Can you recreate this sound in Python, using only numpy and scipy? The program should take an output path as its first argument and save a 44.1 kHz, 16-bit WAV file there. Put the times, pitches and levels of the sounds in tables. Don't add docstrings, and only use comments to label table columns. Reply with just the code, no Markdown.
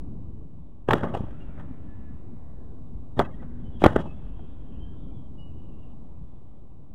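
import sys
import numpy as np
from scipy import signal
from scipy.fft import rfft, irfft
from scipy.io import wavfile
from scipy.ndimage import uniform_filter1d

SR = 44100
rng = np.random.default_rng(int(sys.argv[2]) if len(sys.argv) > 2 else 0)


def to_wav(s):
    ch = np.atleast_2d(s).T
    pcm = np.round(np.clip(ch, -1, 1) * 32767)
    wavfile.write(sys.argv[1], SR, pcm.astype(np.int16))


N = 306054


def undb(db):
    return 10 ** (np.asarray(db) / 20)


def curve(table, pad_s=0.023):
    s, *columns = np.transpose(table)
    s = np.r_[s[0] - pad_s, s, s[-1] + pad_s]
    return [np.interp(np.arange(N) / SR, s, np.r_[-120, column, -120]) for column in columns]


def colour(x, shape):
    hz, db = np.transpose(shape)
    f = np.arange(len(x) // 2 + 1) * SR / len(x) + 1
    gain = undb(np.interp(np.log(f), np.log(hz), db))
    return irfft(rfft(x) * gain, len(x))


def unit(x):
    return x / np.sqrt(np.mean(x ** 2))


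def band(x, lo_hz, hi_hz, order=2):
    return signal.sosfilt(signal.butter(order, [lo_hz, hi_hz], "band", fs=SR, output="sos"), x)


def walk(rate):
    k = int(SR / rate)
    steps = np.repeat(rng.standard_normal(N // k + 1), k)
    return 1.4 * uniform_filter1d(uniform_filter1d(steps, k), k)[:N]


def patch(hz, patchy_db, rate, width_hz=80):
    noise = rng.standard_normal(N)
    return unit(band(noise, hz, hz + width_hz)) * undb(patchy_db * walk(rate))


# (pitch [Hz], level [dB])
FIELD_TONE = [(7.1, -29), (12, -20.5), (18, -10.5), (27, -10.5), (54, -8.5), (155, -15), (383, -27),
              (1170, -43), (1480, -63.5), (2550, -65.5), (2960, -69), (3660, -64.5), (5750, -75.5),
              (11800, -72.5), (16000, -95)]
# (time [s], level [dB])
RUMBLE_CURVE = [(0, -36), (.37, -41), (.85, -46), (1.06, -40), (1.41, -40.5), (2.2, -40.5), (3.1, -40.5),
                (3.6, -39), (4.0, -37), (4.4, -39.5), (5.1, -39), (5.9, -41), (6.5, -45), (6.94, -47.5)]
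# (time [s], level [dB])
FADER_CURVE = [(0, 0), (.86, -6), (.885, 0), (5.95, -0.5), (6.94, -5.5)]


def field(gust_db=-0.79, flicker_db=2.0, drone_db=-13.0):
    air = unit(colour(rng.standard_normal(N), FIELD_TONE))
    gust = walk(6.0)
    low = 0
    for hz in (7, 14, 28, 56, 112, 224):
        low = low + band(air, hz, 2 * hz, order=1) * undb(gust_db * gust + flicker_db * walk(20))
    drone = unit(band(rng.standard_normal(N), 205, 290)) * undb(drone_db + 1.4 * walk(4.7))
    above = signal.sosfilt(signal.butter(2, 380, "high", fs=SR, output="sos"), air)
    steady = undb(-40.5) * above * undb(curve(FADER_CURVE)[0])
    return undb(curve(RUMBLE_CURVE)[0]) * (unit(low) + drone) + steady


def flaring_bands(x, edges_hz, patchy_db):
    total = 0
    for lo, hi in zip(edges_hz, edges_hz[1:]):
        total = total + band(x, lo, hi, order=3) * undb(patchy_db * walk(45))
    return unit(total)


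# (pitch [Hz], level [dB])
FEATHER_TONE = [(35, -37.5), (60, -4.5), (316, -1.5), (803, -5), (938, -12), (1140, -9.5), (1860, -16.5),
                (2150, -24), (2400, -28.5), (2800, -27.5), (3300, -25.5), (3700, -32), (4140, -42.5),
                (7700, -47), (11000, -50.5), (15000, -52)]
# (time [s], feather rustle [dB], its upper part [dB], hiss of the wing tips [dB])
WING_BEATS = [
    [(.878, -50, -50, -64), (.90, -31, -44, -50), (.945, -30, -42, -54), (.97, -32, -45, -54.5),
     (.99, -38, -44.5, -56), (1.012, -37.5, -46, -59.5), (1.025, -43, -51, -65), (1.042, -28, -43, -55),
     (1.072, -41, -51, -68), (1.095, -42, -47, -62), (1.115, -42.5, -65, -73), (1.132, -43, -63, -67),
     (1.15, -35, -48, -47.5), (1.164, -42, -53, -62), (1.175, -37, -53, -54), (1.19, -46, -74, -69),
     (1.25, -49, -72, -69), (1.30, -54.5, -81, -81), (1.35, -63, -78, -84), (1.41, -58.5, -72, -71),
     (1.46, -66, -80, -83), (1.55, -60, -74, -83), (1.58, -58.5, -63, -76), (1.605, -49.5, -54, -76),
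     (1.635, -58, -66, -82), (1.75, -60, -73, -81)],
    [(3.168, -45, -62, -69), (3.19, -36.5, -51, -54), (3.22, -36.5, -42, -58), (3.236, -40, -51, -67),
     (3.262, -47, -53, -68), (3.28, -47, -63, -82), (3.305, -52, -69, -77), (3.35, -63, -73, -72),
     (3.39, -59, -80, -84), (3.43, -52, -58, -72), (3.47, -64, -73.5, -89), (3.6, -70, -78, -86.5)],
    [(3.797, -60, -70, -59.5), (3.815, -50.5, -58, -53), (3.83, -35.5, -40, -48), (3.88, -31.5, -37, -56),
     (3.905, -38, -47, -54), (3.925, -37.5, -47, -56), (3.945, -40.5, -51, -60), (3.98, -35, -45, -57.5),
     (4.015, -41.5, -51, -56.5), (4.035, -47, -68, -68), (4.06, -46, -71, -66), (4.105, -55, -75, -74),
     (4.16, -61.5, -76, -76.5), (4.3, -65, -72, -77)],
]
WHOOSH_DB, WHOOSH_FOLLOWS = -34, 0.74


def beats(flutter_db=1.2, hiss_flutter_db=1.2, patchy_db=1.3):
    air = colour(rng.standard_normal(N), FEATHER_TONE)
    flutter = walk(90)
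    grainy = air * undb(2.0 * walk(450))
    rough = grainy * undb(flutter_db * flutter)
    whoosh = unit(band(rough, 59, 200))
    rustle = flaring_bands(rough, (375, 600, 900, 1270), patchy_db)
    upper = flaring_bands(rough, (1270, 1551, 1800, 2120), patchy_db)
    hissing = grainy * undb(hiss_flutter_db * flutter)
    hiss = flaring_bands(hissing, (2450, 2940, 3230, 3700, 10900), patchy_db)
    db, upper_db, hiss_db = np.max([curve(flurry, pad_s=.012) for flurry in WING_BEATS], axis=0)
    whoosh_db = WHOOSH_DB + WHOOSH_FOLLOWS * (db + 40)
    return undb(whoosh_db) * whoosh + undb(db) * rustle + undb(upper_db) * upper + undb(hiss_db) * hiss


# (time [s], peak of the pop [dB], pitch of the trapped air [Hz],
# brightness [dB per octave], drawn out [dB], ring of the feather shafts [dB])
WING_SLAPS = [(0.8857, -28, 530, 3.5, 1.5, 0), (0.8874, -10, 406, -1.5, -1, -25),
              (0.8917, -19, 753, 1, -6, -21), (0.907, -12, 880, 2.5, 2.5, -15),
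              (0.9092, -12.5, 1720, 2.5, -5, -12), (0.911, -23, 1053, 4, 1, -9),
              (0.917, -22, 442, 1, -1.5, -17), (0.926, -18, 380, -0.5, -4, -25),
              (0.933, -7, 1410, 1.5, -3, -21), (0.935, -7.5, 463, 2, -3.5, -15),
              (0.9390, -13.5, 300, 0.5, 0.5, -29), (0.9503, -27, 586, 0.5, 6, -27),
              (0.98, -29.5, 336, 0.5, 1, -25), (1.033, -28.5, 1280, 1, 0, -27),
              (1.0395, -22, 492, -2, 0, -42), (1.0511, -25, 316, 0, -9, -35),
              (1.082, -45, 266, 2.5, 2, -23), (1.139, -28.5, 698, -1.5, 4, -8),
              (1.1483, -20.5, 694, -1.5, 3.5, -10), (1.172, -31, 503, 0.5, -4.5, -19),
              (1.198, -42, 790, -11, -1, -32), (1.2064, -22.5, 200, -10, 3, -42),
              (1.235, -28, 171, -10, 4, -40), (1.307, -47, 250, 1, 0, -14),
              (1.489, -35.5, 191, -9.5, 6, -43), (1.577, -46.5, 1600, -3, -4.5, -32),
              (1.597, -47, 900, 2.5, -3.5, -40), (1.61, -41, 860, 1, -7, -45),
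              (3.169, -28, 196, -5.5, 1, -38), (3.177, -27, 282, -4.5, -3.5, -27.5),
              (3.1917, -19.5, 780, 4.5, 4, -2), (3.1937, -3, 330, 1, -4.5, -20),
              (3.1995, -9.5, 1020, 0.5, -1, -44), (3.203, -17, 702, -2, 7, -28),
              (3.211, -18.5, 606, 0.7, -1, -40), (3.249, -44.5, 1110, 3, 4, -28),
              (3.274, -42, 773, -6, 2.5, -35), (3.424, -46.5, 744, -2.5, 5, -38.5),
              (3.8195, -17.5, 320, -1, 1.5, -35), (3.8389, -2, 702, -0.5, -1.5, -17.5),
              (3.8404, 4, 358, 0.5, 1, -30), (3.8452, -8.5, 1070, 1, 0.5, -8),
              (3.8536, -8.5, 271, -1, 2.5, -33), (3.861, -2, 596, -1, -1, -18),
              (3.8638, 3, 333, -0.2, -0.5, -30), (3.8729, -14, 336, -0.5, -1, -33),
              (3.883, -38, 595, 3, 6, -27), (3.902, -41, 500, -0.5, -2, -11),
              (3.931, -33, 704, 2.5, -4, -25), (3.9585, -24, 1500, 2, -1, -22),
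              (3.9622, -7, 400, -2, -3, -25), (3.9659, -17, 255, -1, 0, -25), (3.992, -26, 268, -7, 1, -14),
              (4.055, -37.5, 918, -11, 4, -40), (4.119, -41, 200, -10, -7, -39),
              (4.392, -45, 700, -3.5, -0.5, -40.5)]
RISE_MS, RING_MS, CRACKLE_DB = 0.26, 14, -5
SLOWER_DB_PER_DB, SLOWEST_DB = 0.22, 8
FEATHERY_DB_PER_DB, CRACKLE_MAX_DB = 0.15, 0
QUILL_HZ, QUILL_SPREAD, QUILL_RING_SHARE = 3120, 0.12, 0.29


def slaps(crackle_life=.8, wobble=.17, lead=512):
    out = np.zeros(N + 8192)
    t = np.maximum(np.arange(8192) - lead, 0) / SR
    for s, db, hz, bright_db, drawn_db, quill_db in WING_SLAPS:
        slower = undb(min(-SLOWER_DB_PER_DB * db, SLOWEST_DB) + drawn_db)
        crackle_db = min(CRACKLE_DB - FEATHERY_DB_PER_DB * db, CRACKLE_MAX_DB)
        rise = (1 - np.exp(-t * 1000 / (RISE_MS * slower))) ** 2
        fall_db = -60 * t * 1000 / (RING_MS * slower)
        noise = rng.standard_normal((3, len(t)))

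        pitch_wobble = 1 + wobble * unit(band(noise[0], 60, 360, order=1))
        pop_phase = 2 * np.pi * hz * np.cumsum(pitch_wobble * (t > 0)) / SR
        pop = -np.sin(pop_phase) * rise * undb(fall_db)

        feathers = noise[1] * undb(4.6 * unit(band(noise[2], 100, 900, order=1)))
        tone = [(f, d + bright_db * np.log2(min(f, 4500) / 1000)) for f, d in FEATHER_TONE]
        crackle = colour(feathers * rise * undb(fall_db / crackle_life), tone)
        crackle *= signal.windows.tukey(len(t), .1)
        crackle *= undb(crackle_db) * np.sqrt(np.sum(pop ** 2) / np.sum(crackle ** 2))

        quill_hz = QUILL_HZ * (1 + QUILL_SPREAD * noise[0, 0])
        quill_phase = 2 * np.pi * quill_hz * np.cumsum(np.abs(pitch_wobble) ** .2 * (t > 0)) / SR
        ring = np.sin(quill_phase) * rise * undb(quill_db + fall_db / QUILL_RING_SHARE)

        i = int(s * SR) - lead
        out[i:i + len(t)] += undb(db) * (pop + crackle + ring) / np.abs(pop).max()
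    return out[:N]


# (time [s], level at 1300 Hz [dB], hold before the edge falls below its top [s], fall of the edge [Hz per s])
HISS_SWELLS = [(1.0, -68.5, .8, 2480), (3.27, -77.5, .05, 3850), (3.9, -75, .05, 2200)]
HISS_TOP_HZ, HISS_EDGE_HZ_PER_DB, HISS_FLOOR_DB = 3900, 13, -100
HISS_RISE_S = 0.11
HISS_TILT_DB_PER_OCT, HISS_FADE_DB_PER_S = -13, 9.5


def hiss_level(hz):
    db = np.full(N, float(HISS_FLOOR_DB))
    for s, swell_db, held_s, fall_hz_per_s in HISS_SWELLS:
        t = np.arange(N) / SR - s
        past_edge_hz = np.maximum(hz - HISS_TOP_HZ + fall_hz_per_s * (t - held_s), 0)
        past_edge_db = past_edge_hz / HISS_EDGE_HZ_PER_DB
        early_db = 20 * np.maximum(1 - t / HISS_RISE_S, 0)
        pitch_db = swell_db + HISS_TILT_DB_PER_OCT * np.log2(hz / 1300)
        db = np.maximum(db, pitch_db - HISS_FADE_DB_PER_S * t - past_edge_db - early_db)
    return db


def faint_hiss():
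    return sum(undb(hiss_level(hz)) * patch(hz, patchy_db=3, rate=5) for hz in range(1300, 3700, 100))


# (time [s], length [s], starting pitch [Hz], glide over the note [Hz], level [dB])
NOTES = [(1.4, 0.042, 2800, 14, -58), (1.868, 0.11, 1730, 2, -66), (1.99, .2, 1719, -1.5, -67),
         (1.66, .1, 260, 0, -46), (1.83, .07, 300, 0, -47), (2.16, 0.047, 2775, 0, -75),
         (3.28, 0.59, 242.2, -4.5, -43), (3.157, 0.063, 3710, 18, -65), (3.268, 0.03, 1650, -2.5, -59),
         (3.325, .04, 3220, -3.5, -75), (3.30, .03, 2130, 1.5, -67), (3.393, .025, 1950, 1, -61.5),
         (3.33, .025, 1880, 4, -63), (3.636, 0.068, 3070, 15, -62.5), (3.724, 0.038, 3410, -37, -68.5),
         (3.752, .03, 3210, 20, -62), (4.06, 0.075, 2584, 7.5, -59), (4.79, 0.09, 3140, 29.5, -61.5),
         (4.89, 0.053, 3150, 17, -71), (5.061, 0.094, 3306, 20.5, -82.5), (5.099, 0.03, 2394, 4, -73),
         (5.085, .03, 3300, -200, -72), (5.16, .04, 3350, -250, -74), (4.7, .12, 2570, 0, -76),
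         (5.22, 0.11, 3150, 0, -79.5), (5.377, 0.086, 2890, 21.5, -58.5), (5.385, .055, 4900, 2, -82.5),
         (5.47, 0.048, 2900, 2, -76.5), (5.53, .09, 2900, 1.5, -74), (5.62, .1, 2900, 0.5, -75),
         (5.74, .14, 2880, 0, -77), (5.46, .1, 2690, 0, -77), (5.64, .2, 2710, 0, -77)]


def whistled_notes(waver=0.0063, echo_db=-9.0, echo_t60=1.5):
    out = np.zeros(N)
    unsteady = 1 + waver * walk(150)
    swell = undb(2.5 * walk(60))
    for s, length, hz, glide_hz, db in NOTES:
        i = int(s * SR)
        u = np.linspace(0, 1, int(length * SR))
        pitch = (hz + glide_hz * u) * unsteady[i:i + len(u)]
        tone = np.sin(2 * np.pi * np.cumsum(pitch) / SR)
        out[i:i + len(u)] += undb(db) * np.sin(np.pi * u) * tone
    out *= swell
    t = np.arange(SR) / SR
    trees = rng.standard_normal(SR) * undb(-60 * t / echo_t60)
    trees /= np.sqrt(np.sum(trees ** 2))
    return out + undb(echo_db) * signal.fftconvolve(out, trees)[:N]


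# (multiple of the base pitch, level [dB])
SQUEAK_OVERTONES = [(3, -52), (4, -53), (5, -60), (6, -67)]
SQUEAK_S, SQUEAK_LENGTH_S, SQUEAK_HZ = 3.238, 0.029, 650


def squeak(waver=0.0078):
    out = np.zeros(N)
    u = np.linspace(0, 1, int(SQUEAK_LENGTH_S * SR))
    i = int(SQUEAK_S * SR)
    phase = 2 * np.pi * np.cumsum(SQUEAK_HZ * (1 + waver * walk(600)[:len(u)])) / SR
    rasp = sum(undb(db) * np.sin(round(k) * phase) for k, db in SQUEAK_OVERTONES)
    out[i:i + len(u)] = np.sin(np.pi * u) * rasp
    return out


# (time [s], level [dB], middle pitch [Hz], half width [Hz])
TWITTER_CURVE = [(3.6, -80.5, 3110, 401), (3.76, -78, 3190, 402), (4.2, -78, 3000, 401),
                 (4.4, -74, 3030, 400), (4.68, -79.5, 3080, 451), (4.76, -74.5, 2860, 201),
                 (4.9, -77, 3000, 303), (5.02, -75, 3230, 248.4), (5.19, -79, 3250, 249),
                 (5.24, -83.5, 3200, 300), (5.36, -86, 3150, 302), (5.42, -90.5, 2900, 300),
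                 (5.6, -83, 2900, 300), (5.75, -84.5, 2900, 298.5), (5.85, -81, 2950, 298.6),
                 (5.93, -78.5, 2900, 299)]


def twitter():
    s, _, middle_hz, half_hz = np.transpose(TWITTER_CURVE)
    middle = np.interp(np.arange(N) / SR, s, middle_hz)
    half = np.interp(np.arange(N) / SR, s, half_hz)
    weights = {hz: np.exp(-((hz - middle) / half) ** 2 / 2) for hz in range(2350, 3800, 70)}
    blur = sum(w * patch(hz, patchy_db=3.5, rate=24, width_hz=60) for hz, w in weights.items())
    even = blur / np.sqrt(sum(w ** 2 for w in weights.values()))
    return undb(curve(TWITTER_CURVE)[0]) * even


def scene():
    return (field() + beats() + slaps() + faint_hiss() + whistled_notes() + squeak() + twitter())[None]


OFFSET = -.025
TOP_HZ = 15700


def record(dry):
    offset = OFFSET * undb(np.maximum(curve(FADER_CURVE)[0], -9))
    clipped = np.clip(dry + offset, -.985, .985)
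    return signal.sosfilt(signal.ellip(8, .05, 70, TOP_HZ, fs=SR, output="sos"), clipped)


dry = scene()
out = record(dry)
to_wav(out)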